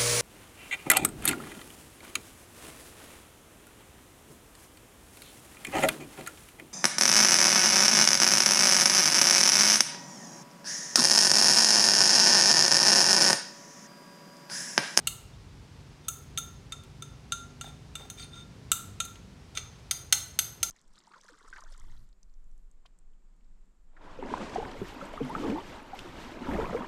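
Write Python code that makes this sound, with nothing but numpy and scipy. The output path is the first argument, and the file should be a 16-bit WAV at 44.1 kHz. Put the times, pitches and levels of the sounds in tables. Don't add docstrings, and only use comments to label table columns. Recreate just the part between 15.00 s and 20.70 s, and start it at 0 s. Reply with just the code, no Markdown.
import sys
import numpy as np
from scipy import signal
from scipy.fft import rfft, irfft, next_fast_len
from scipy.io import wavfile
from scipy.ndimage import uniform_filter1d

SR = 44100
rng = np.random.default_rng(int(sys.argv[2]) if len(sys.argv) > 2 else 0)


def persist_wave(psi):
    counts = np.round(np.clip(psi, -1, 1) * 32767).astype(np.int16)
    wavfile.write(sys.argv[1], SR, np.atleast_2d(counts).T)


N = 251399
TIME = np.arange(N) / SR

# pitch in Hz, level in dB, time to fade by 60 dB in seconds.
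BEAKER_MODES = [(1335, -12, .06), (1374, -8, .15), (2320, -17, .05), (2730, -13, .03), (3150, -16, .025),
                (3610, 0, .055), (3700, -8, .05), (6217, -5, .06), (6360, -10, .06), (6470, -5, .07),
                (6750, -6, .055), (7638, -10, .03), (8209, -8, .03), (8560, -12, .03), (8990, -10, .03),
                (9959, -11, .05), (11400, -19, .02), (14184, -17, .02), (15024, -24, .025)]
# pitch in Hz, level in dB, time to fade by 60 dB in seconds.
BLADE_MODES = [(1302, -11, .03), (1496, -8, .024), (2024, -10, .023), (2255, -7, .025), (2955, -11, .02),
               (3219, -8, .03), (3596, -4, .036), (4134, -6, .025), (4333, -6, .023), (4812, -10, .045),
               (5282, -11, .03), (5733, -8, .02), (6160, -1, .04), (6320, -6, .035), (6457, -2, .055),
               (6730, -12, .03), (7640, -11, .025), (8080, -12, .02), (8553, -12, .035), (9000, -12, .02),
               (9385, -7, .033), (9600, -11, .028), (11250, -15, .02), (11617, -13, .025),
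               (12030, -11, .03), (14647, -17, .025)]
# pitch in Hz, level in dB, time to fade by 60 dB in seconds.
DISH_MODES = [(2790, -6, .04), (2870, -5, .04), (3617, -7, .035), (7150, -5, .014), (7530, -2, .016),
              (8037, 1, .025), (8397, -2, .016), (8704, -3, .018), (9550, -8, .015), (11590, -13, .02),
              (13250, -12, .012)]
# frequency in Hz, relative level in dB.
THUD_SPECTRUM = [(250, -8), (480, -7), (750, 11), (1000, -3), (1800, -7), (6000, -25)]


def undb(db):
    return 10 ** (np.asarray(db) / 20)


def unit(x):
    return x / np.sqrt(np.mean(x ** 2))


def fade(t, t60):
    return np.exp(-np.log(1000) * t / t60)


def colour(x, points):
    hz, db = np.transpose(points)
    f = np.maximum(np.fft.rfftfreq(len(x), 1 / SR), 1)
    curve_db = np.interp(np.log(f), np.log(hz), db)
    return unit(irfft(rfft(x) * undb(curve_db), len(x)))


def noise(points, size):
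    return colour(rng.standard_normal(next_fast_len(size)), points)[:size]


def walk(rate):
    k = int(SR / rate)
    steps = np.repeat(rng.standard_normal(N // k + 1), k)
    smooth = uniform_filter1d(uniform_filter1d(steps, k), k)
    return unit(smooth[:N])


def add(out, s, x):
    i = int(s * SR)
    out[i:i + len(x)] += x[:N - i]


def ventilation(sway_db=-0.3):
    # frequency in Hz, relative level in dB per Hz.
    air_spectrum = [(20, -46), (33, -12), (48, -2), (100, -3), (140, -6), (200, -16.5), (310, -18.5),
                    (410, -18.5), (600, -24), (850, -24), (1500, -28.5), (5400, -33), (10000, -44),
                    (16000, -58)]
    level_db = -50 + sway_db * walk(4.68)
    return noise(air_spectrum, N) * undb(level_db)


def engine(waver_db=2.5, boom_db=6, boom_width_hz=28):
    # multiple of the firing rate, level in dB before waver and boom.
    harmonics = [(4, -4), (5, -6), (6, 0), (7, -6), (8, -4), (9, -11), (10, -4), (11, -8), (12, -11),
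                 (16, -11), (17, -10)]
    mean_hz, hunt_depth, hunt_period_s, fastest_at_s = 24.39, 0.025, 3.7, 3.4
    hunt = np.cos(2 * np.pi * (TIME - fastest_at_s) / hunt_period_s)
    firing_hz = mean_hz * (1 + hunt_depth * hunt)
    turns = np.cumsum(firing_hz) / SR
    swell = np.clip(TIME / 1.7, 0, 1)
    drop = np.clip((TIME - 4.31) / 0.62, 0, 1)
    level_db = -53 - 5.5 * (1 - swell) - 12.5 * drop
    boom_rest_hz, boom_rise_hz, boom_peak_at_s, boom_rise_s = 149.3, 44, 3.87, 0.8
    boom_hz = boom_rest_hz + boom_rise_hz * np.exp(-((TIME - boom_peak_at_s) / boom_rise_s) ** 2)
    out = 0
    for k, db in harmonics:
        boom = boom_db * np.exp(-((k * firing_hz - boom_hz) / boom_width_hz) ** 2)
        gain = undb(db + boom + waver_db * walk(9))
        out = out + gain * np.sin(2 * np.pi * (k * turns + rng.random()))
    return unit(out) * undb(level_db)


def room(x, wet_db=-7, low_t60=0.53, mid_t60=.44, first_s=0.0029, build_s=0.006):
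    # frequency in Hz, relative level in dB.
    reflection_spectrum = [(300, 4.5), (1400, 0), (2900, -5), (4000, -2), (6400, 1), (8000, -1.5),
                           (10000, 1), (15000, 4.5)]
    t = TIME[:SR * 3 // 4]
    spectrum = rfft(noise(reflection_spectrum, len(t)))
    f = np.fft.rfftfreq(len(t), 1 / SR)
    tail = np.zeros(len(t))
    width = SR / 18
    for k in range(9):
        t60 = np.interp((k + .5) * width, [1200, 6500, 14000], [low_t60, mid_t60, .78 * mid_t60])
        tail += irfft(spectrum * (f // width == k), len(t)) * fade(t, t60)
    tail *= np.clip((t - first_s) / build_s, 0, 1)
    tail /= np.linalg.norm(tail)
    return x + undb(wet_db) * signal.fftconvolve(x, tail)[:N]


def hardness(hz, treble_db):
    return treble_db * (hz - 4000) / 8000


def ring(modes, t, treble_db, low_db=0, rise_cycles=1.6):
    hz, db, t60 = np.transpose(modes)
    size, pitch, phase = rng.standard_normal((len(hz), 3)).T
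    lowest = hz == hz.min()
    gain = undb(db + 2 * size + hardness(hz, treble_db) + low_db * lowest)
    cycles = np.outer(hz * (1 + .003 * pitch), t)
    envelope = (1 - np.exp(-cycles / rise_cycles)) * fade(t, t60[:, None])
    return gain @ (np.sin(2 * np.pi * (cycles + phase[:, None])) * envelope)


def crack(t, treble_db):
    # frequency in Hz, relative level in dB.
    crack_spectrum = [(150, -48), (500, -19), (750, -11.5), (1000, -19), (2000, -8), (2900, -0.5),
                      (4300, -2), (5300, -16.5), (6400, -2), (8300, -2.5), (9700, -7.5), (10500, -9.5),
                      (12000, -13.5), (15500, -20.5)]
    points = [(hz, db + hardness(hz, treble_db)) for hz, db in crack_spectrum]
    return noise(points, len(t)) * fade(t, 0.043)


def onset(t):
    return 1 - np.exp(-t / 0.00039)


def lumps(t60=0.045):
    # start in seconds, level in dB.
    landings = [(2.643, -40.5), (2.674, -47), (2.996, -43), (3.008, -46), (3.052, -46.5), (3.205, -50.5)]
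    out, t = np.zeros(N), TIME[:SR // 5]
    for s, db in landings:
        add(out, s, undb(db) * noise(THUD_SPECTRUM, len(t)) * fade(t, t60))
    return out


def snaps():
    # start in seconds, level in dB, extra treble in dB at 12 kHz.
    crumbs = [(1.835, -52, 3), (4.05, -39, 8), (4.156, -47.5, -23)]
    out, t = np.zeros(N), TIME[:SR // 10]
    for s, db, treble_db in crumbs:
        add(out, s, undb(db) * crack(t, treble_db) * onset(t))
    return out


def squeaks(rough=0.02):
    # middle in seconds, first pitch in Hz, last pitch in Hz.
    skids = [(3.205, 4500, 4760), (3.208, 8300, 8450), (3.22, 6700, 6320), (3.232, 4800, 3850),
             (3.243, 9300, 9560)]
    length_s, level_db, slope_db = 0.016, -44, -8
    out, t = np.zeros(N), TIME[:SR // 20]
    along = np.minimum(t / length_s, 1)
    for s, first_hz, last_hz in skids:
        jitter = unit(uniform_filter1d(rng.standard_normal(len(t)), size=40))
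        hz = (first_hz + (last_hz - first_hz) * along) * (1 + rough * jitter)
        gain = undb(level_db + hardness(first_hz, slope_db))
        tone = np.sin(2 * np.pi * np.cumsum(hz) / SR)
        add(out, s - length_s / 2, gain * np.sin(np.pi * along) * tone)
    return out


def scrapes(slips_per_s=4000, catch_hz=430, catch_wander=.22, catch_db=4):
    # middle in seconds, half length in seconds,
    # level of the grit in dB, level of the singing wall in dB.
    strokes = [(.338, 0.021, -87.5, -71), (1.07, 0.044, -62, -69), (2.668, 0.045, -53, -51.5),
               (3.014, 0.069, -58.5, -57.5), (3.219, 0.054, -48, -54), (3.376, 0.069, -58, -51.5),
               (4.578, 0.03, -41, -54)]
    # frequency in Hz, relative level in dB.
    rasp_spectrum = [(300, -24), (900, -23), (2300, 1), (4600, -6), (5600, -11), (6400, -8), (7500, -8.5),
                     (8500, -4), (10000, -18), (16000, -23)]
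    # pitch in Hz, filter width in Hz, level in dB.
    rubbed_modes = [(1377, 69, -6.5), (3622, 103, 2.5), (6420, 250, -13.5), (8310, 200, -16)]
    slips = (rng.random(N) < slips_per_s / SR) * rng.standard_normal(N)
    cycles = np.cumsum(catch_hz * np.exp(catch_wander * walk(70))) / SR
    catches = np.diff(np.floor(cycles), prepend=0) * undb(4.9 * rng.standard_normal(N))
    blade_ring = ring(BLADE_MODES, TIME[:SR // 10], 0)
    blade = unit(signal.fftconvolve(catches, blade_ring)[:N])
    grit = colour(unit(slips) + undb(catch_db) * (blade + unit(catches)), rasp_spectrum)
    wall = 0
    for hz, width_hz, db in rubbed_modes:
        b, a = signal.iirpeak(hz, hz / width_hz, fs=SR)
        once = signal.lfilter(b, a, slips)
        twice = signal.lfilter(b, a, once)
        wall = wall + undb(db) * unit(twice)
    out = np.zeros(N)
    for s, half, grit_db, wall_db in strokes:
        pressure = np.cos(np.pi / 2 * np.clip((TIME - s) / half, -1, 1))
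        out += pressure * (undb(grit_db) * grit + undb(wall_db) * wall)
    return out


def knocks():
    # start in seconds, strength in dB,
    # extra treble in dB at 12 kHz, level of the beaker's ring in dB.
    rim_hits = [(4.5516, -44, -7, -45), (4.5727, -26, -12, -61), (4.9103, -21, 1, -35.5),
                (5.125, -12.5, 1.5, -53), (5.128, -26, -3, -50), (5.3894, -17.5, 4.5, -53.5),
                (5.6295, -19, 3, -29)]
    crack_db, dish_db, thud_db = -4, -12, -28
    out, t = np.zeros(N), TIME[:SR // 4]
    for s, db, treble_db, beaker_db in rim_hits:
        blade = ring(BLADE_MODES, t, treble_db) + undb(crack_db) * crack(t, treble_db)
        dish = undb(dish_db) * ring(DISH_MODES, t, treble_db)
        thud = undb(thud_db) * noise(THUD_SPECTRUM, len(t)) * fade(t, 0.048)
        wall = undb(beaker_db) * ring(BEAKER_MODES, t, treble_db)
        add(out, s, (undb(db) * (blade + dish + thud) + wall) * onset(t))
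    return out


def pokes():
    # start in seconds, strength in dB, extra treble in dB at 12 kHz,
    # lift of the lowest wall tone in dB, level of the dish in dB.
    wall_hits = [(0.0714, -34, 4.5, 14, -20), (1.0829, -30, 7.5, 11.5, -36), (1.0854, -34.5, 15, 12, -45),
                 (1.3749, -27, -2.5, 7, -50), (1.3839, -31.5, 8.5, 8, -55), (1.7216, -34, -5, 9.5, -48),
                 (2.0223, -39.5, 2, 13.5, -70), (2.3209, -25, -3, -14, -47), (2.6109, -36, -4.5, 9, -38),
                 (2.9537, -35.5, -1.5, 12, -37.5), (3.100, -37.5, 4.5, 4, -44),
                 (3.7167, -24.5, 7.5, 17, -18.5), (4.0018, -25.5, -4, 6, -29)]
    blade_db, crack_db = -11, -3
    dish_crack_db = -1
    out, t = np.zeros(N), TIME[:SR // 4]
    for s, db, treble_db, low_db, dish_db in wall_hits:
        wall = ring(BEAKER_MODES, t, treble_db, low_db, rise_cycles=1.63)
        blade = undb(blade_db) * ring(BLADE_MODES, t, treble_db)
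        blade_crack = undb(crack_db) * crack(t, treble_db)
        dish = ring(DISH_MODES, t, treble_db) + undb(dish_crack_db) * crack(t, treble_db)
        contact = undb(db) * (wall + blade + blade_crack) + undb(dish_db) * dish
        add(out, s, contact * onset(t))
    return out


def scene():
    bench = pokes() + knocks() + snaps() + scrapes() + squeaks() + lumps()
    return (room(bench) + ventilation() + engine())[None]


def record(dry):
    low_pass = signal.ellip(10, .2, 80, 15900, fs=SR, output="sos")
    return signal.sosfilt(low_pass, dry)


dry = scene()
out = record(dry)
persist_wave(out)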